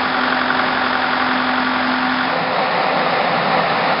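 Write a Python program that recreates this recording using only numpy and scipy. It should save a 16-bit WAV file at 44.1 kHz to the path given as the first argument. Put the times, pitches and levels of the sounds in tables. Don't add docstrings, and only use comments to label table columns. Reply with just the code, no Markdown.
import sys
import numpy as np
from scipy import signal
from scipy.fft import rfft, irfft
from scipy.io import wavfile
from scipy.ndimage import uniform_filter1d, map_coordinates

SR = 44100
rng = np.random.default_rng(int(sys.argv[2]) if len(sys.argv) > 2 else 0)


def bounce(signal):
    frames = np.transpose(np.atleast_2d(signal))
    limited = np.clip(frames, -1, 1)
    pcm = np.round(limited * 32767).astype(np.int16)
    wavfile.write(sys.argv[1], SR, pcm)


N = 176400

CYCLE_HZ, BLADE_HZ = 11.144, 254.4
REAR_AT_S, CROSSFADE_S = 2.3, .11
KNOCK_RISE_S, KNOCK_REPEAT = .0011, .7

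# relative knock level in dB, decay in seconds.
CYLINDERS = [(-3.5, .016), (-1.2, .013), (0, .0095), (-8, .009)]
# frequency in Hz, relative level in dB.
KNOCK_EQ = [(200, -24), (500, -13.5), (650, -4.5), (850, 0.5), (980, -3), (1150, -3.5), (1350, 0.5),
            (1530, 0.3), (1900, -6.5), (2400, -15), (3000, -19), (3450, -14), (4000, -22), (5200, -24.5)]
# time in seconds, level in dB.
KNOCK_FADER = [(0, -24), (.25, -20.5), (.9, -22.5), (1.5, -23.5), (2.2, -24.5), (2.4, -34), (4, -31.5)]
# frequency in Hz, relative level in dB.
RATTLE_EQ = [(900, -24), (2000, -6.5), (2900, -3), (3450, 0), (4000, -3.5), (4400, 0.5), (5200, -4.5)]
# multiple of the engine cycle rate (played rounded to a whole
# number), side level in dB, rear level in dB.
ENGINE_TONES = [(4, -56, -65), (8, -52, -57.5), (10, -55, -58), (14, -52, -43), (15, -53.5, -44),
                (36, -59, -44.5), (68, -33.5, -39), (77.9, -38, -47.5), (103.97, -30, -42),
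                (126.3, -40, -53.5), (128, -34.5, -45.5), (156.5, -43, -47), (378, -53, -58.5)]
# time in seconds, level in dB.
DRIVE_FADER = [(0, -36), (1, -39), (1.6, -43.5), (2.2, -50), (4, -54.5)]
# multiple of the blade rate, base level at the side in dB,
# base level at the rear in dB, shake depth from 0 to 1, shakes per second.
FAN_TONES = [(1, -28, -37.5, .14, 24), (2, -44, -27.5, 0.7, 45), (3, -34, -31, .9, 55)]
# time in seconds, boost or cut in dB.
BLADE_SWELL = [(0, 0.5), (.5, .5), (1.15, -2), (1.3, 2.5), (1.9, 4.5), (2.25, 2.5), (2.6, -2), (4, -3)]
# frequency in Hz, relative level in dB.
SIDE_ROAR_EQ = [(25, -35.5), (60, -17.5), (125, -11.5), (180, -5), (280, 0.5), (345, -7), (480, -5),
                (650, 0.5), (830, 2.5), (980, 2.5), (1550, -0.5), (1950, -2.5), (2400, -7), (3050, -11),
                (3450, -8), (3950, -13), (4400, -14), (5100, -13.5)]
# time in seconds, boost or cut in dB.
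LOW_MID_SCOOP = [(0, 0.5), (1, 0.5), (1.7, -0.5), (2.15, -5.5), (2.3, -5)]
# frequency in Hz, relative level in dB.
REAR_ROAR_EQ = [(25, -35.5), (70, -23), (120, -19.5), (165, -3.5), (260, -3.5), (340, -9), (440, -4.5),
                (560, 1.5), (780, 2), (920, -1), (1250, -1), (1450, -4.5), (1560, -10), (1800, -4),
                (2400, -9), (2800, -12), (3150, -17), (3750, -13), (4400, -16.5), (5100, -18.5)]
# time in seconds, level in dB.
ROAR_FADER = [(0, -19.5), (1, -19.5), (1.7, -19), (2.2, -19.5), (2.45, -18), (3.1, -17), (3.6, -16.5),
              (4, -16.5)]
# time in seconds, level in dB.
EXHAUST_FADER = [(0, -44), (2.25, -49), (2.42, -34), (2.6, -36.5), (3.2, -39.5), (3.55, -30.5), (4, -38.5)]


def undb(db):
    return 10 ** (np.asarray(db) / 20)


def unit(x):
    return x / np.sqrt(np.mean(x ** 2))


def curve(rows):
    return np.interp(np.arange(N) / SR, *np.array(rows).T)


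def walk(rate):
    hold = int(SR / rate)
    steps = np.repeat(rng.standard_normal(N // hold + 1), hold)
    return unit(uniform_filter1d(uniform_filter1d(steps, hold), hold)[:N])


def equalise(x, points):
    hz, db = np.array(points).T
    bins_hz = np.maximum(np.fft.rfftfreq(N, 1 / SR), 1)
    gain = undb(np.interp(np.log(bins_hz), np.log(hz), db))
    return unit(irfft(rfft(x) * gain, N))


def perspective(side_db, rear_db, rear):
    return undb(side_db + rear * (rear_db - side_db))


def clatter(cycles, repeat):
    size = int(SR / CYCLE_HZ)
    pattern = irfft(np.exp(2j * np.pi * rng.random(size // 2 + 1)), size)
    loop = unit(map_coordinates(pattern, [cycles % 1 * size], order=3, mode="grid-wrap"))
    return np.sqrt(repeat) * loop + np.sqrt(1 - repeat) * rng.standard_normal(N)


def tone(turns, depth, rate):
    shake = 1 + depth * (walk(rate) + 1j * walk(rate)) / np.sqrt(2)
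    return unit(np.real(shake * np.exp(2j * np.pi * (turns + rng.random()))))


def firings(cycles):
    beats = (cycles + 1) * len(CYLINDERS)
    return beats.astype(int), beats % 1 / (CYCLE_HZ * len(CYLINDERS))


def diesel_knock(cycles):
    number, age = firings(cycles)
    db, decay = np.array(CYLINDERS)[number % len(CYLINDERS)].T
    scatter_db = rng.standard_normal(size=256)[number]
    burst = undb(db + scatter_db) * (1 - np.exp(-age / KNOCK_RISE_S)) * np.exp(-age / decay)
    return equalise(burst * clatter(cycles, KNOCK_REPEAT), KNOCK_EQ) * undb(curve(KNOCK_FADER))


def injector_rattle(cycles, rear, decay_s=.005):
    _, age = firings(cycles)
    burst = (1 - np.exp(-age / KNOCK_RISE_S)) * np.exp(-age / decay_s)
    ticks = equalise(burst * clatter(cycles, KNOCK_REPEAT), RATTLE_EQ)
    return ticks * perspective(side_db=-32, rear_db=-45.5, rear=rear)


def hum_and_whine(cycles, rear):
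    partials = sum(tone(round(multiple) * cycles, depth=.25, rate=10) * perspective(side, back, rear)
                   for multiple, side, back in ENGINE_TONES)
    drive = tone(34 * cycles, depth=.25, rate=8.4)
    return partials + drive * undb(curve(DRIVE_FADER))


def fan_blades(cycles, rear, wander=.002, shift_db_per_s=3.5):
    passes = cycles * BLADE_HZ / CYCLE_HZ + np.cumsum(wander * BLADE_HZ * walk(6)) / SR
    first, second, third = [tone(multiple * passes, depth, rate) * perspective(side, back, rear)
                            for multiple, side, back, depth, rate in FAN_TONES]
    shift = undb(shift_db_per_s * np.cumsum(rear) / SR)
    return first * undb(curve(BLADE_SWELL)) + second / shift + third * shift


def air_roar(cycles, rear):
    side = equalise(clatter(cycles, repeat=.38), SIDE_ROAR_EQ)
    low_mid_band = signal.butter(2, [370, 610], "band", fs=SR, output="sos")
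    side += signal.sosfiltfilt(low_mid_band, side) * (undb(curve(LOW_MID_SCOOP)) - 1)
    back = equalise(clatter(cycles, repeat=.19), REAR_ROAR_EQ)
    rush = np.sqrt(1 - rear) * side + np.sqrt(rear) * back
    flutter_db = .44 * walk(26)
    return rush * undb(curve(ROAR_FADER) + flutter_db)


def exhaust_boom(cycles, pipe_hz=171.2, width_hz=62, decay_s=.0055):
    _, age = firings(cycles)
    puffs = np.exp(-age / decay_s) * clatter(cycles, repeat=.15)
    pipe = signal.iirpeak(pipe_hz, pipe_hz / width_hz, fs=SR)
    boom = signal.lfilter(*pipe, signal.lfilter(*pipe, puffs))
    return unit(boom) * undb(curve(EXHAUST_FADER))


def scene():
    t = np.arange(N) / SR
    rear = np.clip((t - REAR_AT_S) / CROSSFADE_S + .5, 0, 1)
    speed = 1 + .008 * rear + .0004 * walk(4)
    cycles = CYCLE_HZ * (np.cumsum(speed) / SR - .0085)
    engine = diesel_knock(cycles) + injector_rattle(cycles, rear)
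    engine += exhaust_boom(cycles) + hum_and_whine(cycles, rear)
    return (engine + fan_blades(cycles, rear) + air_roar(cycles, rear))[None]


def record(dry, cutoff_hz=5250):
    taps = signal.firwin(301, cutoff_hz, window=("kaiser", 8), fs=SR)
    return signal.fftconvolve(dry, taps[None], mode="same")


dry = scene()
out = record(dry)
bounce(out)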